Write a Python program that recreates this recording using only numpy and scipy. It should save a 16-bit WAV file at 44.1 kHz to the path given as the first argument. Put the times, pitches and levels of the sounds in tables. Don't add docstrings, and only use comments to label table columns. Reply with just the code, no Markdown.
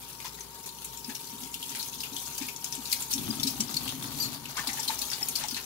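import sys
import numpy as np
from scipy import signal
from scipy.fft import rfft, irfft, next_fast_len
from scipy.io import wavfile
from scipy.ndimage import map_coordinates

SR = 44100
rng = np.random.default_rng(int(sys.argv[2]) if len(sys.argv) > 2 else 0)


def dump(signal):
    limited = np.clip(np.atleast_2d(signal).T, -1, 1)
    pcm = np.round(limited * 32767).astype(np.int16)
    wavfile.write(sys.argv[1], SR, pcm)


N = 249165

# (frequency [Hz], level [dB])
RUMBLE_TONE = [(38, -40), (55, -28), (80, -10), (135, 3.5), (300, -8.5), (400, 1.5), (580, -13), (800, -31),
               (1100, -8), (1500, -15), (8000, -45)]
SPLATTER_TONE = [(900, -25), (3000, -4), (8000, -27)]
PALM_TONE = [(300, 7), (650, 5), (850, 19), (1200, 2.5), (1800, 17.5), (2600, 11.5), (5000, -43)]
FIZZ_TONE = [(1200, -77), (2200, -9), (3400, -3.5), (4500, -4), (6300, 3), (8000, 1.5), (11000, 7.5),
             (15500, 5.5)]
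SLOSH_TONE = [(350, -6.5), (800, 16), (1200, 13), (2600, 4), (4500, 16), (8000, -11)]
SLAP_TONE = [(500, -11), (1500, -9), (2500, 9.5), (4300, 10.5), (6500, 10), (9000, 5.5), (15500, -8)]
MIST_TONE = [(4000, -50), (7000, 17), (9500, 21), (15500, 17.5)]
VALVE_TONE = [(600, 12), (920, 21), (1350, -29), (1800, -26)]
THUD_TONE = [(30, -5.5), (100, -12.5), (400, -9.5), (800, -12), (2000, -44)]
# (pitch [Hz], width [Hz], level [dB])
VALVE_RINGS = [(938, 24, 0), (1330, 60, -19)]
FLOOR_RINGS = [(70, 74, -41), (134.6, 43.4, 0), (150, 48, -3.5)]
HOLLOW_RINGS = [(222, 42, -3), (268, 38, 0), (405, 60, -23)]
# (time [s], level [dB])
SONG_LEVEL = [(0.4, -55.5), (1.2, -53.5), (2.9, -53.5), (3.3, -55.5)]
SPRAY_LEVEL = [(0.0, -48.5), (0.38, -48), (0.55, -49.5), (1.67, -43), (2.39, -41.5), (2.66, -42),
               (3.07, -40.5), (3.68, -42), (4.53, -43.5), (4.78, -40), (5.29, -39.5), (5.65, -45)]
SLOSH_LEVEL = [(0.0, -57.5), (1.04, -59), (3.6, -48.5), (3.96, -49), (4.59, -46.5), (5.65, -51.5)]
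# (middle time [s], length [s])
LULLS = [(0.762, 0.035), (1.494, 0.02), (1.907, 0.023), (2.107, 0.055), (2.557, 0.12), (2.813, 0.069),
         (3.067, 0.037), (3.973, 0.055), (4.416, 0.12), (4.536, 0.03), (4.658, 0.019), (5.181, 0.05)]
# (time [s], length [s], floor level [dB], hollow glugging level [dB], thinning [dB/s])
POURS = [(3.127, 0.68, -36, -38.5, 26), (3.71, 0.53, -45.5, -50.5, -4)]
# (time [s], level [dB])
DOLLOPS = [(1.08, -33), (1.324, -42), (1.425, -37.5), (1.71, -45), (2.12, -40.5), (2.409, -34),
           (2.777, -35), (3.148, -36.5), (3.286, -27), (3.439, -28), (3.597, -28.5), (4.67, -37.5),
           (5.525, -36.5)]
# (time [s], pitch [Hz], level [dB])
BIG_BUBBLES = [(3.305, 4950, -22.5), (3.396, 3550, -27), (3.432, 4240, -29), (3.433, 5480, -20),
               (3.473, 3920, -25), (3.605, 5670, -20), (3.769, 4330, -18), (4.569, 1034, -34),
               (4.578, 1504, -30), (4.79, 890, -32), (4.799, 7550, -24.5), (4.889, 4150, -31),
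               (4.896, 882, -28.5), (5.227, 5370, -19), (5.44, 840, -29.5)]
# (time [s], pitch [Hz], level [dB], top ring pitch [Hz], top ring level [dB])
CLINKS = [(4.199, 4697, -23.5, 12385, -23.5), (4.224, 4325, -23.5, 11820, -31)]
# (pitch multiple, level [dB], time to fade by 60 dB [s])
CLINK_RINGS = [(1.0, 0, .13), (1.26, -8, .11), (1.62, -13, .08)]
# (time [s], level [dB], pitch of their hollow [Hz])
SQUELCHES = [(0.243, -34, 950), (0.37, -46.5, 1990), (1.089, -37.5, 1790), (1.712, -44, 2450),
             (1.748, -38.5, 2170), (2.411, -38.5, 2500), (4.567, -29.5, 1170), (4.583, -35, 1610),
             (4.686, -36, 1845), (4.769, -38.5, 1780), (4.894, -33, 905), (5.118, -36, 1500),
             (5.21, -37, 900), (5.401, -33.5, 1420), (5.429, -34.5, 990), (5.56, -36.5, 4500)]
# (time [s], level [dB], pitch [Hz], mist level [dB], swell time [s])
SPLASHES = [ (0.657, -38.5, 6260, 6, 0.0074), (0.844, -32, 7800, 5, 0.0038),
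            (1.541, -24, 3360, 2.5, 0.0012), (1.792, -32, 4200, -18, 0.0077),
            (2.379, -23.5, 6260, -1, 0.0019), (2.6434, -23.5, 6530, 3, 0.00097),
            (2.925, -20.5, 4530, 6, 0.0025), (3.005, -31.5, 8700, 6, 0.0023),
            (3.108, -31, 4370, 7.5, 0.0065), (3.135, -20, 5660, 1, 0.0022),
            (3.431, -18, 4400, -0.5, 0.0021), (3.467, -24.5, 5240, 0, 0.0083),
            (3.603, -19, 7700, -4, 0.0027), (3.766, -21.5, 4580, -1.5, 0.002),
            (4.221, -32, 7300, -2, 0.012), (4.671, -22, 4160, 0, 0.0029), (4.793, -28.5, 5800, -15, .004),
            (4.877, -24, 4250, -1, 0.0054), (5.015, -24, 4240, 1, 0.0028), (5.131, -21, 4860, -12, 0.0024),
            (5.285, -23.5, 7060, 6.5, 0.0018), (5.354, -21, 4870, -1, 0.0035)]
# (time [s], level [dB], pitch [Hz])
FLICKS = [(0.201, -33.5, 2160), (0.407, -32.5, 6250), (0.69, -34.5, 4130), (0.973, -33, 7470),
          (1.044, -33.5, 5250), (1.15, -26.5, 5550), (1.434, -37, 3250), (1.626, -29.5, 3270),
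          (1.692, -28.5, 6260), (1.827, -26.5, 4940), (1.936, -34, 3520), (2.004, -26.5, 4700),
          (2.034, -26, 2720), (2.164, -26, 3370), (2.485, -28, 2340), (2.561, -30, 6540),
          (2.724, -28, 5440), (2.75, -26.5, 8050), (2.855, -26.5, 4580), (2.873, -33, 5210),
          (2.916, -22, 4900), (2.929, -25.5, 2180), (3.022, -25, 7440), (3.128, -24.5, 6260),
          (3.179, -26.5, 3560), (3.398, -25.5, 6200), (3.741, -24, 4630), (3.877, -26, 3100),
          (3.89, -26, 3440), (4.024, -30, 3600), (4.454, -29.5, 2870), (4.731, -29, 7030),
          (4.83, -27.5, 5400), (4.989, -24.5, 5800), (5.1, -28, 5500), (5.114, -26, 5360),
          (5.483, -23.5, 5400), (5.509, -27, 4810), (5.544, -25.5, 4220), (5.575, -29, 2680)]
# (frequency [Hz], time to fade by 60 dB [s])
KITCHEN_FADE = [(200, 0.17), (3000, 0.31), (14000, 0.091)]
SINK_FADE = [(1000, 0.15), (10000, 0.1)]
# (frequency [Hz], left minus right [dB])
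LEFT_BOOST = [(60, 7.5), (600, 5.5), (930, 10), (1700, 5), (2500, 8.5), (7000, 11.5), (9000, 0), (15000, 3)]
# (frequency [Hz], likeness [0 to 1])
LIKENESS = [(100, 0.94), (250, 0.87), (500, 0.74), (1000, 0.5), (2500, 0.038), (10000, 0.035)]


def amp(db):
    return 10 ** (np.asarray(db) / 20)


def unit(x):
    return x / np.sqrt(np.mean(x ** 2) + 1e-20)


def along(points, hz):
    f, v = np.transpose(points)
    return np.interp(np.log(hz + 1), np.log(f + 1), v)


def curve(points):
    return np.interp(np.arange(N) / SR, *np.transpose(points))


def wobble(rate, n=N):
    return map_coordinates(rng.standard_normal(int(n * rate / SR) + 4), [np.arange(n) * rate / SR])


def filtered(x, response):
    n = x.shape[-1]
    m = next_fast_len(n + min(n // 4, SR // 8), True)
    return irfft(rfft(x, m) * response(np.fft.rfftfreq(m, 1 / SR)), m)[..., :n]


def coloured(x, tone):
    return filtered(x, lambda hz: amp(along(tone, hz)))


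def resonate(x, rings):
    return filtered(x, lambda f: sum(
        (-1) ** k * amp(db) * 1j * f * width / (hz * hz - f * f + 1j * f * width)
        for k, (hz, width, db) in enumerate(rings)))


def add(track, s, sound):
    part = track[:, max(round(s * SR), 0):][:, :sound.shape[-1]]
    part += sound[:, :part.shape[-1]]


def droplets(n, rate, spread_db):
    chance, size = rng.random(n), rng.uniform(-0.43, 1, n)
    return unit((chance < rate / SR) * amp(spread_db * size) * rng.standard_normal((2, n)))


def burst(t, swell_s, linger_db, fade_s=0.05):
    u = t / swell_s
    return u * np.exp(1 - u) + amp(linger_db - 60 * t / fade_s) * (1 - np.exp(-u))


def echoes(x, fade_times):
    out, hop = np.zeros((2, N)), SR // 8
    for start in range(0, N, hop):
        hz, t, noise = signal.stft(rng.standard_normal((2, SR // 4)), SR, nperseg=128)
        fade = amp(-60 * t / along(fade_times, hz)[:, None])
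        tail = signal.istft(noise * fade, SR, nperseg=128)[1]
        tail /= np.linalg.norm(tail[0])
        add(out, start / SR + 0.001504, signal.fftconvolve(x[:, start:start + hop], tail, axes=1))
    return out


def left_and_right(pair, lead_s=0.00009):
    turn = lambda hz: np.arccos(along(LIKENESS, hz)) / 2
    mid, side = filtered(pair, lambda hz: np.array([np.cos(turn(hz)), np.sin(turn(hz))]))
    lean = lambda hz: amp(np.outer([.5, -.5], along(LEFT_BOOST, hz)))
    lead = lambda hz: np.exp(2j * np.pi * np.outer([.5, -.5], hz) * lead_s)
    stereo = np.array([mid + side, mid - side])
    return filtered(stereo, lambda hz: lead(hz) * lean(hz) / lean(hz).mean(axis=0))


def background(hum_hz=59):
    hum = amp(-61 + 3.5 * wobble(7)) * np.sin(2 * np.pi * hum_hz * np.arange(N) / SR)
    rumble = amp(-55) * unit(coloured(rng.standard_normal((2, N)), RUMBLE_TONE))
    return rumble + np.outer([1, 0], hum)


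def valve():
    ringing = resonate(rng.standard_normal((2, N)), VALVE_RINGS)
    song = signal.hilbert(coloured(ringing, VALVE_TONE))
    steadied = song.real / np.sqrt(np.abs(song))
    return amp(curve(SONG_LEVEL)) * unit(steadied)


def pours(rise_s=0.1, fall_s=0.38):
    t, force = np.arange(N) / SR, np.zeros((2, N))
    for s, length, floor_db, hollow_db, thinning in POURS:
        flow = np.interp(t - s, [0, rise_s, length, length + fall_s], [0, 1, 1, 0])
        force += amp([[floor_db], [hollow_db]]) * flow * amp(-thinning * np.maximum(t - s, 0))
    return force * amp(1.7 * wobble(22.15))


def basin():
    t, spray_db = np.arange(N) / SR, spray_level()
    floor_pour, hollow_pour = pours()
    dollops = sum(amp(db - 9.5) * burst(np.maximum(t - s, 0), swell_s=0.011, linger_db=-33)
                  for s, db in DOLLOPS)
    floor_force = amp(-5.5) * floor_pour + amp(spray_db - 17.5)
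    hollow_force = amp(1) * (hollow_pour + dollops) + amp(spray_db - 14)
    thuds = lambda: coloured(droplets(N, rate=1800, spread_db=8.5), THUD_TONE)
    floor = floor_force * unit(resonate(thuds(), FLOOR_RINGS))
    hollow = hollow_force * unit(resonate(thuds(), HOLLOW_RINGS))
    return floor + hollow


def splatter():
    return amp(-14) * pours()[0] * unit(coloured(droplets(N, rate=710, spread_db=16), SPLATTER_TONE))


def plops(glug_hz=255, rise_per_s=0.33):
    out, t = np.zeros((2, N)), np.arange(SR // 10) / SR
    glugs = [(s, glug_hz * 2 ** rng.normal(0, 0.15), db - 6) for s, db in DOLLOPS]
    for s, hz, db in BIG_BUBBLES + glugs:
        u = t / 0.0042 * (hz / 1000) ** 0.19
        waver = 0.01 * rng.standard_normal(len(t))
        phase = np.cumsum(2 * np.pi * hz * (1 + rise_per_s * t) / SR + waver)
        add(out, s, np.outer([1, 0], amp(db) * u * np.exp(1 - u) * np.sin(phase)))
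    return out


def clinks(rise_s=0.0065, top_fade_s=0.15):
    out, t = np.zeros((2, N)), np.arange(SR // 5) / SR
    for s, pitch, db, top_hz, top_db in CLINKS:
        rings = [(pitch * multiple, db + level, fade_s) for multiple, level, fade_s in CLINK_RINGS]
        for hz, level, fade_s in rings + [(top_hz, top_db, top_fade_s)]:
            waver = np.cumsum(rng.standard_normal((2, len(t))), axis=1) * hz / pitch * 0.03
            loudness = amp(level - 60 * t / fade_s) * (1 - np.exp(-t / rise_s))
            add(out, s, loudness * np.sin(2 * np.pi * hz * t + waver))
    return out


def squelches():
    out, t = np.zeros((2, N)), np.arange(SR // 7) / SR
    squeeze = burst(t, swell_s=0.007, linger_db=-16)
    for s, db, hz in SQUELCHES:
        spits = unit(amp(5 * np.tanh(wobble(190, len(t)))))
        drops = droplets(len(t), rate=2000, spread_db=-2)
        hollow = amp(-8.5) * unit(coloured(drops, PALM_TONE))
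        gurgle = amp(-9.5) * unit(resonate(drops, [(hz, hz * 0.14, 0)]))
        fizz = amp(-2.5) * unit(coloured(droplets(len(t), rate=2500, spread_db=4), SLAP_TONE))
        add(out, s, amp(db) * squeeze * spits * (hollow + gurgle + fizz))
    return out


def small_bubbles(rate, centre_hz, cycles, spread_db, pool=5000):
    t = np.arange(SR // 150) / SR
    when, chance, first, second = rng.random((pool, 4)).T
    pitch, size = rng.standard_normal((pool, 2)).T
    hz = np.clip(centre_hz * np.exp(pitch / 2), 1500, 15000)[:, None]
    gain = amp(spread_db * np.minimum(size, 2)) * (chance < rate * N / SR / pool)
    rings = gain[:, None] * np.sin(2 * np.pi * hz * t) * np.exp(-hz * t / cycles)
    at = ((when * N).astype(int)[:, None] + np.arange(len(t))).ravel()
    pair = [np.bincount(at, (rings * (share[:, None] - .5)).ravel(), N)[:N] for share in (first, second)]
    return unit(np.array(pair))


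def spray_level(lull_db=-5.5):
    t = np.arange(N) / SR
    dips = sum(np.exp(-(2 * (t - s) / length) ** 2) for s, length in LULLS)
    return curve(SPRAY_LEVEL) - 0.65 + lull_db * dips


def stream():
    spray_db = spray_level() + 0.067 * wobble(6)
    slosh_db = curve(SLOSH_LEVEL) + 1 + spray_level() - curve(SPRAY_LEVEL)
    spurts = amp(1.4 * wobble(45) + 1.3 * wobble(190))
    patter = unit(coloured(droplets(N, rate=7400, spread_db=27), FIZZ_TONE))
    ticks = amp(-9) * unit(coloured(droplets(N, rate=160, spread_db=6), MIST_TONE))
    popping = small_bubbles(rate=850, centre_hz=5000, cycles=6, spread_db=2.2)
    froth = amp(-3) * unit(coloured(popping, FIZZ_TONE))
    slosh = unit(coloured(droplets(N, rate=900, spread_db=9.5), SLOSH_TONE))
    return spurts * (amp(spray_db) * (patter + ticks + froth) + amp(slosh_db) * slosh)


def splashes(flick_mist_db=-3, flick_swell_s=0.0019):
    out, t = np.zeros((2, N)), np.arange(SR // 12) / SR
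    flicks = [(s, db, hz, flick_mist_db, flick_swell_s) for s, db, hz in FLICKS]
    for s, db, hz, mist_db, swell_s in SPLASHES + flicks:
        slap = unit(coloured(droplets(len(t), rate=12000, spread_db=3), SLAP_TONE))
        lower_hz, width_hz = hz * rng.uniform(0.68, 0.9), hz * 0.14
        pockets = unit(resonate(slap, [(hz, width_hz, 0), (lower_hz, width_hz / 2, -7)]))
        mist = unit(coloured(rng.standard_normal((2, len(t))), MIST_TONE))
        shower = burst(t, swell_s, linger_db=-16) * (amp(-12.5) * slap + amp(mist_db - 7) * mist)
        ring = amp(-8) * burst(t, swell_s, linger_db=-23) * pockets
        add(out, s, amp(db) * (shower + ring))
    return out


def scene():
    water = stream() + splashes() + squelches() + splatter() + clinks()
    sink = amp(-2.5) * echoes(water, SINK_FADE)
    bubbles = plops()
    kitchen = amp(-11.5) * echoes(water + bubbles / 2, KITCHEN_FADE)
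    return left_and_right(water + bubbles + sink + kitchen + basin() + valve() + background())


def record(dry):
    return filtered(dry, lambda hz: hz < 15750)


dry = scene()
out = record(dry)
dump(out)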